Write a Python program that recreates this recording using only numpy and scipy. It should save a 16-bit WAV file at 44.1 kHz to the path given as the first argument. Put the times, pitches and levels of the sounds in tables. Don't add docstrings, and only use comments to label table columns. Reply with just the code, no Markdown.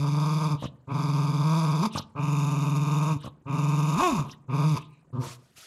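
import sys
import numpy as np
from scipy import signal
from scipy.fft import rfft, irfft, next_fast_len
from scipy.io import wavfile
from scipy.ndimage import uniform_filter1d

SR = 44100
rng = np.random.default_rng(int(sys.argv[2]) if len(sys.argv) > 2 else 0)


def dump(signal):
    limited = np.clip(np.atleast_2d(signal).T, -1, 1)
    pcm = np.round(limited * 32767).astype(np.int16)
    wavfile.write(sys.argv[1], SR, pcm)


def field_ratio(decibels):
    return 10 ** (np.asarray(decibels, dtype=float) / 20)


N = 249606


def in_time(rows):
    s, *columns = np.transpose(rows)
    return [np.interp(np.arange(N) / SR, s, column) for column in columns]


def evened(x, seconds):
    return x / np.sqrt(uniform_filter1d(x ** 2, int(seconds * SR)) + 1e-20)


def filtered(x, order, hz, kind="low"):
    return signal.sosfilt(signal.butter(order, hz, kind, fs=SR, output="sos"), x)


def drift(rate_hz):
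    slow = filtered(rng.standard_normal(N + 9000), 2, rate_hz)[9000:]
    return slow / slow.std()


def resonate(x, modes):
    out = 0
    for k, (hz, width, db) in enumerate(modes):
        r = np.exp(-np.pi * 1.5 * max(width, hz / 22) / SR)
        section = [(1 - r * r) / 2, 0, (r * r - 1) / 2, 1, -2 * r * np.cos(2 * np.pi * hz / SR), r * r]
        out = out + (-1) ** k * field_ratio(db) * signal.sosfilt([section, section], x)
    return out


def coloured(spectrum, flicker_db):
    hz, db = np.transpose(spectrum)
    edges = 30 * 2 ** np.arange(0, 9.1, 1 / 3)
    white = rng.standard_normal((2, N))
    out = 0
    for k, (low, high) in enumerate(zip(edges, edges[1:])):
        level_db = np.interp(np.log(low * high) / 2, np.log(hz), db, left=-90)
        if level_db > -80:
            band = filtered(white[k % 2], 2, [low, high], "band")
            out = out + field_ratio(level_db + flicker_db * drift(30)) * band
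    return out / out.std()


def puffs(rows, edge_db, roundness):
    t, gain = np.arange(N) / SR, 0
    for start, top, end, db in rows:
        away = np.interp(t, [start - .1, start, top, end, end + .1], [4, 1, 0, 1, 4])
        gain = gain + field_ratio(db - edge_db * away ** roundness)
    return gain


# (f/Hz, level per Hz/dB)
FLOOR_COLOUR = [(18, -36), (30, 2.5), (167, 6), (2250, -19), (3780, -34.5), (4200, -22), (6040, -54),
                (6880, -21.5), (12200, -36), (15000, -36)]


def background():
    return field_ratio(-65.5) * coloured(FLOOR_COLOUR, flicker_db=5.5)


ECHO_LAGS = [.0137, .0163, .0191, .0223, .0251, .0287, .0319, .0361, .0397, .0443]


def bedroom(x):
    t60_s, wall_cut_hz, bedding_cut_hz = 0.59, 950, 1700
    size = next_fast_len(N + SR)
    hz = np.fft.rfftfreq(size, 1 / SR)
    echo = 0
    for k, lag in enumerate(ECHO_LAGS):
        delay = np.exp(-2j * np.pi * hz * lag)
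        loop = field_ratio(-60 * lag / t60_s) * delay / (1 + 1j * hz / wall_cut_hz) ** 0.14
        echo = echo + (-1) ** k * loop / (1 - loop)
    return irfft(rfft(x, size) * echo / (1 + 1j * hz / bedding_cut_hz), size)[:N]


# (from t/s, loudest t/s, until t/s, level/dB)
SIGH_TIMES = [
    (4.87, 4.93, 5.03, -66.5),
]
# (f/Hz, width/Hz, level/dB)
SIGH_RESONANCES = [(2440, 280, 16), (3930, 320, 2), (5126, 3500, -13)]


def sigh():
    breath = evened(resonate(rng.standard_normal(N), SIGH_RESONANCES), seconds=0.071)
    return puffs(SIGH_TIMES, edge_db=14, roundness=1.5) * breath


# (from t/s, loudest t/s, until t/s, level/dB)
SNIFF_TIMES = [
    (5.195, 5.275, 5.375, -45),
    (5.33, 5.43, 5.73, -69.5),
    (5.555, 5.585, 5.723, -50.5),
]
# (f/Hz, level per Hz/dB)
SNIFF_COLOUR = [(240, -33), (400, 0), (473, -17), (822, 7), (874, -41), (1260, 3), (1740, -2), (2190, -1),
                (4860, -0.5), (11800, -9), (15600, -36)]


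def sniffs():
    return puffs(SNIFF_TIMES, edge_db=26, roundness=3.4) * coloured(SNIFF_COLOUR, flicker_db=2.4)


# (from t/s, loudest t/s, until t/s, level/dB)
GULP_TIMES = [
    (.58, .65, 0.69, -43.5),
    (1.91, 1.97, 2.036, -39.5),
    (3.19, 3.26, 3.296, -47.5),
    (4.24, 4.325, 4.358, -53),
    (4.76, 4.805, 4.886, -55),
]
# (f/Hz, level per Hz/dB)
GULP_COLOUR = [(880, 5), (1500, 4.5), (1960, -11), (3030, 7.5), (4250, -5), (4810, 0.5), (5890, -1),
               (6360, -9.5), (11800, -11), (15000, -61)]
# (f/Hz, width/Hz, level/dB)
NOSTRIL_RESONANCES = [(2920, 390, 0), (3700, 490, 0)]


def nose_gulps():
    hiss = puffs(GULP_TIMES, edge_db=33.5, roundness=2.44) * coloured(GULP_COLOUR, flicker_db=7.5)
    ring = evened(resonate(rng.standard_normal(N), NOSTRIL_RESONANCES), seconds=0.3)
    return hiss + puffs(GULP_TIMES, edge_db=10.5, roundness=2.5) * field_ratio(-6) * ring


# (f/Hz, width/Hz, level/dB)
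MOUTH_RESONANCES = [(565, 270, -1.5), (952, 166, 9.5), (1095, 43.4, 8), (1195.4, 73.3, 9), (1567, 124, -12),
                    (1780, 2060, -19.5)]
# (f/Hz, width/Hz, level/dB)
LIPS_DOWN = [(2367, 253, 3), (3550, 295, 1.5), (4844, 416, 2.5), (6150, 690, -6.5), (7220, 133, -7),
             (8220, 140, -15), (10470, 1170, -11.5), (12780, 980, -22.5)]
# (t/s, peak level/dB, thump level/dB)
PALATE_FLAPS = [(0.623, -25.5, -58.5), (0.639, -29, -54.5), (0.654, -41, -54), (1.952, -21.5, -52.5),
                (1.973, -22.5, -57), (1.994, -29, -59.5), (3.244, -39, -62), (3.26, -31, -60.5),
                (3.274, -33, -60), (4.287, -47, -70), (5.102, -80, -81), (5.268, -53, -63),
                (5.287, -50, -70), (5.579, -70, -82.5)]


def palate_flaps():
    s, peak_db, thump_db = np.transpose(PALATE_FLAPS)
    at = np.round(s * SR).astype(int)
    knock, thump = np.full((2, N), 1e-18)
    knock[at] = field_ratio(peak_db + 2.5)
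    thump[at] = field_ratio(thump_db + 60.5)
    puff = signal.lfilter([1], [1, -.9965], uniform_filter1d(knock, size=80, origin=39))
    burst = resonate(puff * rng.standard_normal(N), MOUTH_RESONANCES)
    crack = signal.lfilter([1], [1, -.97], knock) * rng.standard_normal(N)
    click = field_ratio(-20) * resonate(crack, LIPS_DOWN)
    soft = uniform_filter1d(thump, size=110, origin=54)
    low = resonate(soft, [(106.5, 65, 14.0), (320, 346, 16.5)])
    return burst + click + low


# (voice sets in t/s, voice stops t/s, chest tone level/dB, rasp level/dB, lip lift 0-1)
GROWL_TIMES = [
    (-.03, 0.552, -24, -44, 0.34),
    (.874, 1.873, -23.5, -44, 0.28),
    (2.151, 3.168, -23.5, -43.5, 1),
    (3.457, 4.241, -23, -43.5, 1),
    (4.481, 4.762, -22.5, -42, 0.62),
    (5.128, 5.222, -22, -74, 0.45),
]


def voiced(levels_db, swell_db, swell_s, fades):
    t, gain = np.arange(N) / SR, 0
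    for (start, *_), db, (stop, db_per_s) in zip(GROWL_TIMES, levels_db, fades):
        swell = swell_db * np.exp(-np.maximum(t - start, 0) / swell_s)
        gain = gain + (t > start) * field_ratio(db - swell - db_per_s * np.maximum(t - stop, 0))
    return uniform_filter1d(gain, size=200)


# (first t/s, last t/s, level dip/dB, pitch dip/%)
FLUTTER_RUNS = [
    (0.065, 0.491, -2.5, -8),
    (0.936, 0.98, -3, -16),
    (1.023, 1.424, -3.5, -13),
    (1.494, 1.616, -1, -3),
    (1.67, 1.776, -2.5, -11.5),
    (2.216, 3.053, -3.5, -12),
    (3.52, 3.917, -4, -13),
    (4.522, 4.62, -3, -13),
    (4.762, 4.764, -2, -15),
    (5.171, 5.17, -6.5, -12),
]
# (t/s, extra level dip/dB)
VOICE_CATCHES = [(0.106, -2), (.402, -3.5), (0.493, -4.5), (1.073, -3.5), (1.269, -2), (1.42, 1),
                 (2.264, -6), (2.856, -5.5), (3.091, -2.5), (3.146, -9), (3.568, -4), (4.7, -2)]


def flutter(half_width_s):
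    beat_s, slowing, spread = .049, .05, .15
    marks = np.zeros((2, N))
    for first, last, *dips in FLUTTER_RUNS:
        along = np.linspace(0, 1, max(round((last - first) / beat_s), 0) + 1)
        s = first + (last - first) * (along - slowing * along * (1 - along))
        depths = dips * np.exp(spread * rng.standard_normal((len(s), 2)))
        marks[:, (s * SR).astype(int)] = np.transpose(depths)
    stumbles = [(row[0] + 0.028, -9) for row in GROWL_TIMES[1:4]]
    for s, db in list(VOICE_CATCHES) + stumbles:
        marks[0, int(s * SR)] += db
    bell = np.hanning(2 * int(half_width_s * SR) + 1)
    dip_db, dip_percent = signal.fftconvolve(marks, bell[None], "same", axes=1)
    return dip_db, dip_percent / 100


# (t/s, pitch f/Hz, level above usual/dB)
VOICE_EFFORT = [(0, 148, -3), (.38, 161, 1.5), (.53, 160, -0.5), (.95, 151, 0.5), (1.38, 151, -1.5),
                (1.58, 166, 3), (1.69, 158, 1.5), (1.8, 165, 0.5), (2.25, 154, 1.5), (2.55, 149, -0.5),
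                (2.8, 152, -1), (3.1, 159, 1), (3.55, 151, 0.5), (3.93, 159, 1), (4.2, 148, -0.5),
                (4.5, 148, 0), (4.68, 157, -1.5), (5.16, 143, -4)]
# (top t/s, climb t/s, fall t/s, top f/Hz, extra level/dB)
YELP_ARCHES = [
    (1.858, .055, .06, 246.8, 3.5),
    (4.04, .095, .17, 368.5, 10.5),
]
# (t/s, extra level/dB)
AIR_SURGES = [
    (.458, 3),
    (1.834, 6),
    (1.86, 4),
    (3.1, -0.5),
    (3.9, 1.5),
    (4.005, 4.5),
    (4.775, 6.5),
]


def voice_pitch():
    t, (hz, db) = np.arange(N) / SR, in_time(VOICE_EFFORT)
    for top, climb, fall, top_hz, louder_db in YELP_ARCHES:
        arch = np.sin(np.interp(t, [top - climb, top, top + fall], [0, np.pi / 2, np.pi])) ** 2
        hz = hz + arch * (top_hz - hz)
        db = db + arch * louder_db
    for s, surge_db in AIR_SURGES:
        db = db + surge_db * np.exp(-((t - s) / 0.0087) ** 2)
    ends = []
    for start, stop, *_ in GROWL_TIMES:
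        ends += [(start, 0, stop - start), (stop, stop - start, 0)]
    since, until = in_time(ends)
    scoop = .17 * np.exp(-since / .035)
    sag = .17 * np.exp(-until / .025)
    return hz * (1 - scoop - sag), db


# (pitch f/Hz, level against the chest tone/dB)
FIRST_HARMONIC = [(125, -3.5), (150, 0.5), (190, -1.5), (245, 0.5), (350, -4)]
# (pitch f/Hz, level against the chest tone/dB)
SECOND_HARMONIC = [(130, -15), (148, -17), (162, -20.5), (185, -8.5), (250, -37.5), (300, -17.5), (370, -8)]


def chest_tones(steady_hz, cycles, dip_db, rough):
    _, stops, chest_db, _, _ = np.transpose(GROWL_TIMES)
    cut = [(s, 2496) for s in stops]
    first = voiced(chest_db, 18, 0.013, cut) * field_ratio(np.interp(steady_hz, *np.transpose(FIRST_HARMONIC)))
    second = voiced(chest_db, 22.5, 0.016, cut) * field_ratio(np.interp(steady_hz, *np.transpose(SECOND_HARMONIC)))
    very_rough = np.maximum(rough - .4, 0)
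    chest = first * field_ratio(2.34 * dip_db) * np.sin(2 * np.pi * cycles)
    second = second * field_ratio(2.5 - 0.13 * dip_db - 16 * very_rough) * field_ratio(drift(52))
    chest += second * np.sin(4 * np.pi * cycles + 1.3)
    chest *= field_ratio(very_rough * (7.5 * drift(60) - 14.5))
    rumble = first * rough ** 3 * field_ratio(-13.5) * drift(85)
    return np.sqrt(2) * chest + rumble, first


def vocal_folds(cycles, rough):
    shaken = cycles + .055 * rough * drift(70)
    closure = np.diff(np.maximum.accumulate(np.floor(shaken)), prepend=0)
    pulses = closure * field_ratio(5 * rough * drift(90)) * np.sqrt(SR / 150)
    gate = np.exp(.55 * np.cos(2 * np.pi * (shaken - .12)))
    air = gate * rng.standard_normal((2, N)) / 1.15
    air[0] = filtered(air[0], 1, 900, "high")
    return pulses, air


# (multiple of the pitch, level against the mouth band/dB)
LOW_OVERTONES = [(3, -7), (4, -8)]
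# (fading starts t/s, mouth fall/dB per s, rasp fall/dB per s)
GROWL_FADES = [
    (.53, 339, 394),
    (1.866, 602, 492),
    (3.132, 403, 396),
    (4.199, 175, 264),
    (4.78, 700, 390),
    (5.233, 176, 600),
]


def mouth_ring(pulses, air, rough, steady_hz, pitch_hz, cycles, effort_db, dip_db):
    mouth = evened(resonate((1 - rough) * pulses + rough * air, MOUTH_RESONANCES), seconds=.05)
    mouth = signal.lfilter(*signal.iirnotch(790, 5, fs=SR), mouth)
    slack_db = 0.3766 * np.clip(153.2 - steady_hz, 0, 25)
    for multiple, level_db in LOW_OVERTONES:
        below = 1 / (1 + (multiple * pitch_hz / 760) ** 8)
        db = level_db + slack_db - (1 - 0.13) * effort_db + .35 * dip_db + 2 * drift(30)
        tone = np.sin(multiple * (2 * np.pi * cycles + 1.3))
        mouth += below * (1 - rough) * field_ratio(db) * tone
    open_jaws = evened(resonate(pulses, [(1970, 1800, 0)]), seconds=0.09)
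    mouth += (1 - rough) ** 8 * field_ratio(3.5) * open_jaws
    mouth *= voiced([-35] * len(GROWL_TIMES), 18, 0.027, [row[:2] for row in GROWL_FADES])
    return field_ratio(effort_db + 1.6 * drift(10.6)) * mouth


# (f/Hz, width/Hz, level/dB)
LIPS_UP = [(2508, 306, -2), (3643, 132, -6), (5030, 1120, -14), (6150, 160, -13), (6810, 390, -8.5),
           (8280, 150, -26), (10430, 1160, -18.5), (12400, 1100, -27.5)]


def lip_rasp(pulses, air, rough, first, effort_db, dip_db):
    lifts = [(s, row[4]) for row in GROWL_TIMES for s in row[:2]]
    lift = np.clip(in_time(lifts)[0], 0, 1)
    hiss = 1.3 * (1 - rough) ** 5 * pulses + (.3 + rough) * air * field_ratio(1.5 * drift(40))
    rasp = (1 - lift) * resonate(hiss, LIPS_DOWN) + lift * resonate(hiss, LIPS_UP)
    rasp = evened(rasp, seconds=0.02)
    low_rasp = signal.sosfiltfilt(signal.butter(4, 2950, fs=SR, output="sos"), rasp)
    step = 1 / (.055 * SR)
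    flow = signal.lfilter([step], [1, step - 1], first > .004, zi=[1])[0]
    rasp = low_rasp + flow ** 3 * (rasp - low_rasp) * field_ratio(0.32 * dip_db + 1.24 * drift(34))
    rasp_db = [row[3] for row in GROWL_TIMES]
    rasp *= voiced(rasp_db, 52.5, 0.0074, [row[::2] for row in GROWL_FADES])
    return rasp * field_ratio(0.76 * effort_db)


# (t/s, roughness 0-1)
FOLD_ROUGHNESS = [(0, .33), (1.78, .28), (1.83, .52), (2.0, .55), (2.1, .3), (3.93, .3), (3.975, .75),
                  (4.02, .78), (4.033, .15), (4.08, .22), (4.11, .75), (4.4, .6), (4.47, .32), (4.735, .3),
                  (4.775, .75), (5.1, .36), (5.2, .42), (5.24, .8)]


def growl():
    dip_db, dip = flutter(half_width_s=0.021)
    rough, = in_time(FOLD_ROUGHNESS)
    steady_hz, effort_db = voice_pitch()
    pitch_hz = steady_hz * (1 + 1.1 * dip)
    cycles = np.cumsum(pitch_hz) / SR
    chest, first = chest_tones(steady_hz, cycles, dip_db, rough)
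    pulses, air = vocal_folds(cycles, rough)
    mouth = mouth_ring(pulses, air[0], rough, steady_hz, pitch_hz, cycles, effort_db, dip_db)
    return chest + mouth + lip_rasp(pulses, air[1], rough, first, effort_db, dip_db)


def scene():
    floor = background()
    dog = sigh() + sniffs() + nose_gulps() + palate_flaps() + growl()
    return (floor + field_ratio(-24) * bedroom(dog) + dog)[None]


def roll_off(x):
    return signal.sosfilt(signal.butter(12, 15710, fs=SR, output="sos"), x)


def record(dry):
    mix = filtered(dry, 2, 42, "high")
    return roll_off(mix)


dry = scene()
out = record(dry)
dump(out)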